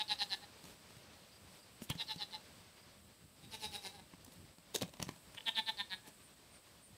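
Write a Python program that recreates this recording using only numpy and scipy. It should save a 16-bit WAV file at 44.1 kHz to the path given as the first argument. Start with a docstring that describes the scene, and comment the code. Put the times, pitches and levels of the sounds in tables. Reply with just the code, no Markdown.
"""Goat kids in a farmyard

Goat kids give four high, quavering bleats a few metres away. Each bleat is a chain of short throbs,
made by vocal folds that snap shut and set the throat and mouth ringing. Small hooves thud and scrape
on a plastic-wrapped bale, and the yard echoes faintly. Behind them a distant bird peeps, insects
chirp and hiss, and a light breeze blows over rustling grass."""
import sys
import numpy as np
from scipy import signal
from scipy.fft import rfft, irfft, next_fast_len
from scipy.io import wavfile
from scipy.ndimage import map_coordinates

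SR = 44100
rng = np.random.default_rng(int(sys.argv[2]) if len(sys.argv) > 2 else 0)


def digitize_waveform(pressure):
    """Quantize a signal to 16-bit integers and store it at the path in sys.argv[1].

    Rows of a 2-D input are taken as channels; values are limited to [-1, 1].
    """
    field = np.atleast_2d(pressure).T
    bounded = np.clip(field, -1, 1)
    quanta = np.round(bounded * 32767).astype(np.int16)
    wavfile.write(sys.argv[1], SR, quanta)


N = 307359

# the throbs of each bleat: (peak time [s], level [dB], pitch [Hz], rise time [s])
BLEAT_1 = [(.012, -35, 213.6, .028), (.123, -32.5, 208.5, 0.03), (.224, -33, 202.7, 0.029),
           (.336, -35, 191.4, 0.028), (.438, -54.5, 203, 0.027)]
BLEAT_2 = [(1.914, -42, 221.6, .018), (2.015, -37.5, 231.5, .028), (2.115, -39.5, 217.3, .033),
           (2.224, -40.5, 206.3, .032), (2.35, -44.5, 173, 0.03)]
BLEAT_3 = [(3.448, -59, 202, 0.027), (3.547, -45, 221.2, 0.027), (3.648, -42.5, 214, 0.037),
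           (3.756, -43.5, 203.6, 0.033), (3.865, -43, 193, 0.033), (3.957, -55, 202, 0.03),
           (3.997, -54.5, 187, .022)]
BLEAT_4 = [(5.383, -44, 231, 0.011), (5.407, -49, 234, 0.003), (5.487, -32, 226.7, 0.021),
           (5.589, -32, 221.7, 0.028), (5.694, -34, 222.3, 0.023), (5.807, -35.5, 201.1, .024),
           (5.935, -37.5, 186.6, 0.027), (6.07, -61.5, 171, .035)]
# resonances, where throat and mouth ring in each bleat: (base frequency [Hz], width [Hz], level [dB])
RESONANCES_1 = [(207, 74, -26.5), (393, 43, -29), (844, 107, -1), (1040, 66, -22.5), (1780, 177, -5.5),
                (2120, 100, -17.5), (2760, 340, -10), (3280, 430, -11.5), (4003, 400, 4.5),
                (4920, 850, -13), (9600, 2200, -26), (13200, 2500, -44)]
RESONANCES_2 = [(210, 110, -32), (410, 61, -18), (856, 83, -0.5), (1230, 400, -23), (1788, 110, -6),
                (2115, 85, -8), (2850, 340, -6), (3480, 150, -2), (3964, 310, 5), (5070, 610, -11),
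                (9350, 2500, -29), (13200, 2300, -34)]
RESONANCES_3 = [(191, 120, -8), (465, 130, -1), (847, 106, 7.5), (1660, 200, -8), (2100, 66, -5.5),
                (2750, 1070, -1.5), (3930, 310, 7.5), (5080, 990, -2.5), (6700, 440, -17), (9600, 2500, -7),
                (14100, 870, -13)]
RESONANCES_4 = [(212, 85, -14), (460, 48, -24), (688, 16, -16.5), (864, 69, 2.5), (996, 19, 1.5),
                (1767, 200, 1), (2300, 220, -9.5), (2910, 1220, -8), (3247, 355, 5), (3687, 160, 4),
                (8800, 3000, -27), (13100, 3000, -32)]
# hoof blows, levels relative: (time [s], thud [dB], thud pitch [Hz], knock [dB], crackle [dB])
HOOF_BLOWS = [(.653, -61, 199, -49.5, -50), (.967, -47.5, 130, -56, -55.5), (1.819, -34.5, 220, -43.5, -52),
              (1.9008, -31.5, 141, -31.5, -37), (1.953, -38, 165, -49, -50), (2.16, -42.5, 168, -54, -49.5),
              (4.136, -48, 174, -48.5, -67), (4.279, -47.5, 242, -56, -57), (4.745, -35, 393, -43, -36),
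              (4.7503, -24, 475, -40, -28.5), (4.759, -32, 383, -35, -27), (4.812, -33, 250, -41, -41),
              (4.818, -23.5, 534, -38, -41), (4.822, -31.5, 197, -36, -34), (4.831, -32.5, 172, -35.5, -44),
              (4.938, -57, 245, -46.5, -52), (4.969, -60, 248, -51, -58), (5, -39, 159, -37, -44.5),
              (5.017, -47, 196, -40, -51), (5.026, -41, 183, -33, -33), (5.068, -42, 152, -50, -60),
              (5.09, -39, 140, -35.5, -44), (5.117, -48, 145, -57, -68), (5.348, -57, 132, -44.5, -53),
              (6.079, -53, 163, -50, -71)]
# one light step, levels relative: (thud [dB], thud pitch [Hz], knock [dB], crackle [dB])
LIGHT_STEP = (-54, 170, -56, -57)
# spells of restless stepping: (start [s], end [s])
RESTLESS_SPELLS = [(0.599, 1.4), (4.15, 4.72), (4.951, 5.2)]
# the bale's tones: (frequency [times the thud pitch], level [dB], ring time [cycles of the thud pitch])
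BALE_TONES = [(1, 3.5, 9), (.62, -8, 5.3), (1.45, -8, 9.4), (2.2, -17, 7)]
# hooves sliding on the wrap: (time [s], level [dB], half length [s])
HOOF_SLIDES = [(0.689, -67, 0.06), (1.837, -54, 0.017), (1.9017, -39.5, 0.0026), (4.249, -52, 0.0027),
               (4.333, -63.5, 0.014), (6.079, -57.5, 0.012)]
# tone colour of knocked straw, crackling wrap and a swish on plastic: (frequency [Hz], level [dB])
KNOCK_COLOUR = [(100, -4.5), (300, 5), (510, -2.5), (700, -3), (1000, -2.5), (1300, -13), (1900, -7),
                (3000, -7.5), (6000, -80), (16000, -59)]
CRACKLE_COLOUR = [(300, -26), (1400, -63), (2600, -6.5), (3900, 6), (5000, -1), (6400, 0), (7800, -4.5),
                  (11000, -6.5), (15500, -12)]
SWISH_COLOUR = [(2000, -12.5), (5000, -3), (9000, 2), (12500, -2), (15500, -6.5)]
# how long the yard echoes: (frequency [Hz], time to fade by 60 dB [s])
ECHO_TIMES = [(200, 0.18), (900, 0.18), (4000, 0.17), (10000, 0.13)]
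# the bird's double peeps: (time [s], level [dB])
BIRD_PEEPS = [(.58, -71), (1.33, -62.5), (1.6, -63), (2.8, -65)]
# loudness of the background: (time [s], breeze [dB], grass rustle [dB], insect hiss [dB])
BACKGROUND_LEVELS = [(0, -70, -61, -64.5), (1.4, -71, -62.5, -69), (2.1, -66, -61, -65.5),
                     (2.7, -73, -62, -69), (3.2, -66, -68, -68.5), (3.7, -67, -62, -66),
                     (4.2, -63.5, -65, -69.5), (4.9, -66.5, -66, -67.5), (5.4, -73.5, -62.5, -65.5),
                     (6.97, -70, -65.5, -68.5)]
# tone colour of the breeze, the grass and the insect hiss: (frequency [Hz], level [dB])
BREEZE_COLOUR = [(15, -26), (25, -12), (50, -0.5), (82, 3.5), (118, -1.5), (146, -3.5), (204, -1.5),
                 (243, -7.5), (400, -15.5), (520, -32), (880, -120)]
RUSTLE_COLOUR = [(180, 2.5), (300, -0.5), (428, -1.5), (603, 1), (725, -3.5), (1180, -4), (1380, -6),
                 (4840, -6), (6140, -12.5), (7000, -15), (9100, -42), (15400, -120)]
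HISS_COLOUR = [(3530, -51), (6000, -14), (7030, -2.5), (8000, 9), (9070, 3), (9640, -0.5), (11600, -2.5),
               (14500, -1.5), (15300, -6), (15800, -0.5)]


def bleat(throbs, throat, rough, scale, climb, settle_s, glide, darken_db, jitter, echo_db):
    """A goat's call: a chain of throbs through one throat, darker towards the end, with its echo."""
    voice = np.zeros(N)
    times, levels = np.transpose(throbs)[:2]
    for row, age, weakness_db in zip(throbs, times - times[0], levels.max() - levels):
        progress = age / np.ptp(times)
        hoarse = rough - 0.02 * weakness_db + 0.063 * progress ** 2  # rougher when loud, and late on
        low_boost_db = darken_db * progress ** 3.1
        upper_scale = scale - climb * np.exp(-age / settle_s)  # the upper resonances climb, then settle
        for start, pulse in throb(row, throat, hoarse, low_boost_db, upper_scale, glide, jitter):
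            add(voice, start, pulse)
    return voice + amp(echo_db) * yard_echo(voice, delay_s=0.018)


def throb(row, throat, rough, low_boost_db, scale, glide, jitter, snaps=37, size=1024):
    """The vocal folds snap shut over and over as the mouth opens and closes: (start sample, pulse) pairs."""
    peak_s, db, pitch_hz, rise_s = row
    hz, t = np.fft.rfftfreq(size, 1 / SR), np.arange(size) / SR
    unevenness = jitter * rough * rng.standard_normal(snaps)
    when = (np.arange(snaps) - snaps // 2 + unevenness) / pitch_hz  # seconds from the peak
    when = when + 0.25 * when ** 2  # the snaps spread out, so the pitch sags
    opening = np.maximum(-when, 0) / rise_s
    closing = np.maximum(when, 0) / (0.53 * rise_s)  # a throb dies faster than it swells
    effort_db = -10 * opening ** 1.48 - 11 * closing ** 2.1
    voiced = np.clip(1 + (when + 1.42 * rise_s) * pitch_hz, 0, 1)  # the folds start within one cycle
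    gain = mouth(throat, hz, opening, closing, low_boost_db, scale, glide)
    # each snap lets a puff of rushing air through, strongest in the treble
    puff = rng.standard_normal((snaps, size)) * fade(t, t60=0.013)
    puff = rfft(puff / np.linalg.norm(puff, axis=1, keepdims=True))
    air_share = np.clip(rough * along([(700, 0.72), (4000, 1.29), (9000, 8.5)], hz), 0, 0.95)
    start, fraction = np.divmod((peak_s + when) * SR, 1)
    snap = np.exp(-2j * np.pi * hz * fraction[:, None] / SR)  # a click placed between two samples
    source = np.sqrt(1 - air_share) * snap + np.sqrt(air_share) * puff
    pulses = irfft(ringing(gain) * source)
    flicker_db = 0.23 * rng.standard_normal(snaps)
    strength = voiced * amp(db + effort_db + flicker_db) * np.sqrt(SR / pitch_hz)
    return zip(start.astype(int), pulses * strength[:, None])


def mouth(throat, hz, opening, closing, low_boost_db, scale, glide, split_hz=2500):
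    """Tone colour of each snap: as the mouth opens, low resonances swell and upper ones slide down."""
    closed = np.minimum(opening, 1.5)[:, None] ** 2
    slide = scale * (1 + glide * closed ** 1.4)
    muted_db = 4.5 * closed + 4 * np.minimum(closing, 2)[:, None]
    gain = 0
    for centre, width, db in throat:
        if centre < split_hz:
            db = db + low_boost_db - muted_db
        else:
            centre = centre * slide
        gain = gain + amp(db) / (1 + (2 * (hz - centre) / width) ** 2)
    middle_snap = gain[len(gain) // 2]
    return gain / np.sqrt(np.mean(middle_snap ** 2))


def hooves(grazes=3, graze_s=0.012, graze_db=-12.5, shifts=2, shift_db=-22):
    """Each hoof grazes the wrap ever harder, lands, then shifts as it takes the weight."""
    track = np.zeros(N)
    for s, thud_db, thud_hz, knock_db, crackle_db in HOOF_BLOWS:
        for k in range(1, grazes + 1):
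            early_s = graze_s * (k - rng.random()) / grazes
            graze = hoof_touch(-np.inf, thud_hz, knock_db, crackle_db)  # no thud yet
            add(track, round((s - early_s) * SR), amp(graze_db) / k * graze)
        blow = (thud_db, thud_hz, knock_db, crackle_db)
        add(track, round(s * SR), hoof_touch(*blow))
        for delay_s in rng.uniform(0.018, 0.075, shifts):
            add(track, round((s + delay_s) * SR), amp(shift_db) * hoof_touch(*blow))
    return track


def hoof_touch(thud_db, thud_hz, knock_db, crackle_db):
    """A hoof meets the bale: the bale thuds softly, the packed straw knocks and the wrap crackles."""
    t = np.arange(SR // 5) / SR
    thud = 0
    for multiple, db, cycles in BALE_TONES:
        tone = np.sin(2 * np.pi * multiple * thud_hz * t)
        thud = thud + amp(db + rng.standard_normal()) * tone * fade(t, t60=cycles / thud_hz)
    thud = amp(thud_db - 2) * thud * (1 - np.exp(-t / 0.0015))
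    knock = amp(knock_db) * noise(KNOCK_COLOUR, len(t)) * fade(t, t60=0.021)
    crackle = grit(len(t), spread_db=3) * noise(CRACKLE_COLOUR, len(t)) * fade(t, t60=0.019)
    onset = 1 - np.exp(-t / 0.00031)
    return (thud + knock + amp(crackle_db + 1.5) * crackle) * onset


def shuffles(steps_per_spell=4, spread_db=0.5):
    """A few light steps fall at chance moments in each restless spell."""
    track = np.zeros(N)
    for begin, end in RESTLESS_SPELLS:
        for s in rng.uniform(begin, end, steps_per_spell):
            add(track, round(s * SR), amp(rng.normal(0, spread_db)) * hoof_touch(*LIGHT_STEP))
    return track


def slides():
    """A hoof dragged over the wrap makes a thin, gritty swish."""
    track, t = np.zeros(N), np.arange(-SR // 10, SR // 10) / SR
    for s, db, half_s in HOOF_SLIDES:
        swell = amp(db) * np.exp(-(t / half_s) ** 2)
        swish = grit(len(t), spread_db=3.5) * noise(SWISH_COLOUR, len(t))
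        add(track, round((s + t[0]) * SR), swell * swish)
    return track


def yard_echo(sound, delay_s):
    """The ground and the farm buildings throw back a short echo."""
    hz, t, bands = signal.stft(rng.standard_normal(SR // 2), SR, nperseg=256)
    tail = signal.istft(bands * fade(t, along(ECHO_TIMES, hz)[:, None]), SR, nperseg=256)[1]
    delayed = np.pad(sound, (int(delay_s * SR), 0))
    return signal.fftconvolve(delayed, tail / np.linalg.norm(tail))[:N]


def bird(gap_s=0.036):
    """A distant bird peeps in pairs."""
    notes = [(s + delay_s, db) for s, db in BIRD_PEEPS for delay_s in (0, gap_s)]
    return chirps(notes, top_hz=4840, half_s=0.011, arch_hz=125.5, waver_hz=280)


def insect(start_s=5.347, every_s=0.301, first_db=-67, growth_db=1.3):
    """An insect chirps at a steady beat, growing louder."""
    notes = [(start_s + k * every_s, first_db + k * growth_db) for k in range(6)]
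    return chirps(notes, top_hz=8930, half_s=0.032, arch_hz=220, waver_hz=170)


def chirps(notes, top_hz, half_s, arch_hz, waver_hz):
    """Thin, wavering notes whose pitch rises and falls in an arch."""
    track, t = np.zeros(N), np.arange(-SR // 10, SR // 10) / SR
    for s, db in notes:
        waver = waver_hz * noise([(400, 7), (1200, -6)], len(t))
        pitch = top_hz - arch_hz * (t / half_s) ** 2 + waver
        swell = amp(db) * np.exp(-(t / half_s) ** 2)
        add(track, round((s + t[0]) * SR), swell * np.sin(2 * np.pi * np.cumsum(pitch) / SR))
    return track


def outdoors():
    """A low, uneven breeze, rustling grass and a constant hiss of insects."""
    times, *columns = np.transpose(BACKGROUND_LEVELS)
    breeze_db, rustle_db, hiss_db = [np.interp(np.arange(N) / SR, times, db) for db in columns]
    breeze = amp(breeze_db + 3.45 * wobble(12)) * noise(BREEZE_COLOUR, N)
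    rustle = amp(rustle_db + 1.37 * wobble(23)) * noise(RUSTLE_COLOUR, N)
    hiss = amp(hiss_db + wobble(12)) * noise(HISS_COLOUR, N)
    return breeze + rustle + hiss


def amp(db):
    """Turn decibels into a number to multiply by."""
    return 10 ** (np.asarray(db) / 20)


def unit(x):
    """Scale a signal to an average strength (rms) of 1."""
    return x / np.sqrt(np.mean(x ** 2) + 1e-20)


def fade(t, t60):
    """Die away by 60 dB every t60 seconds."""
    return np.exp(-np.log(1000) * t / np.maximum(t60, 1e-3))


def along(points, hz):
    """Read between (frequency, value) points, with octaves evenly spaced."""
    frequencies, values = np.transpose(points)
    return np.interp(np.log(hz + 1), np.log(frequencies + 1), values)


def wobble(rate):
    """A smooth curve through `rate` random values a second."""
    return map_coordinates(rng.standard_normal(int(N * rate / SR) + 4), [np.arange(N) * rate / SR])


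def grit(size, spread_db):
    """A grainy loudness that jumps at random about 2000 times a second."""
    return unit(amp(spread_db * np.repeat(rng.standard_normal(size), SR // 2000)[:size]))


def noise(colour, size):
    """Noise of strength 1 with the given tone colour."""
    padded = next_fast_len(size)
    gain = amp(along(colour, np.fft.rfftfreq(padded, 1 / SR)))
    return unit(irfft(rfft(rng.standard_normal(padded)) * gain, padded)[:size])


def ringing(gain):
    """A filter with this gain that rings only after it is struck (minimum phase)."""
    cepstrum = irfft(np.log(gain + 1e-6))
    half = cepstrum.shape[-1] // 2
    cepstrum[..., 1:half] *= 2
    cepstrum[..., half + 1:] = 0
    return np.exp(rfft(cepstrum))


def add(track, start, sound):
    """Mix a sound into a track from a given sample on."""
    lo, hi = max(start, 0), min(start + len(sound), len(track))
    if hi > lo:
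        track[lo:hi] += sound[lo - start:hi - start]


def scene():
    """Goats and hooves in the open yard, in one channel."""
    goats = (bleat(BLEAT_1, RESONANCES_1, rough=0.22, scale=1.03, climb=0.082, settle_s=0.2,
                   glide=0.049, darken_db=10, jitter=0.015, echo_db=-18.5)
             + bleat(BLEAT_2, RESONANCES_2, rough=0.34, scale=1.017, climb=0.21, settle_s=0.072,
                     glide=0.058, darken_db=4, jitter=0.0214, echo_db=-18)
             + bleat(BLEAT_3, RESONANCES_3, rough=0.26, scale=1.013, climb=0.062, settle_s=0.25,
                     glide=0.1, darken_db=14, jitter=0.0069, echo_db=-10)
             + bleat(BLEAT_4, RESONANCES_4, rough=0.14, scale=1.146, climb=0.23, settle_s=0.2,
                     glide=0.055, darken_db=15.5, jitter=0.024, echo_db=-15.5))
    steps = hooves() + shuffles() + slides()
    step_echo = amp(-13) * yard_echo(steps, delay_s=0.0055)
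    return (goats + steps + step_echo + insect() + bird() + outdoors())[None]


def record(dry, bass_hz=63.5, top_hz=15650):
    """A small microphone thins the deep bass, and the very highest treble is cut off."""
    padded = next_fast_len(N + SR // 2)
    thinned = signal.sosfilt(signal.butter(2, bass_hz, "highpass", fs=SR, output="sos"), dry)
    kept = np.fft.rfftfreq(padded, 1 / SR) < top_hz
    return irfft(rfft(thinned, padded) * kept, padded)[..., :N]


dry = scene()
out = record(dry)
digitize_waveform(out)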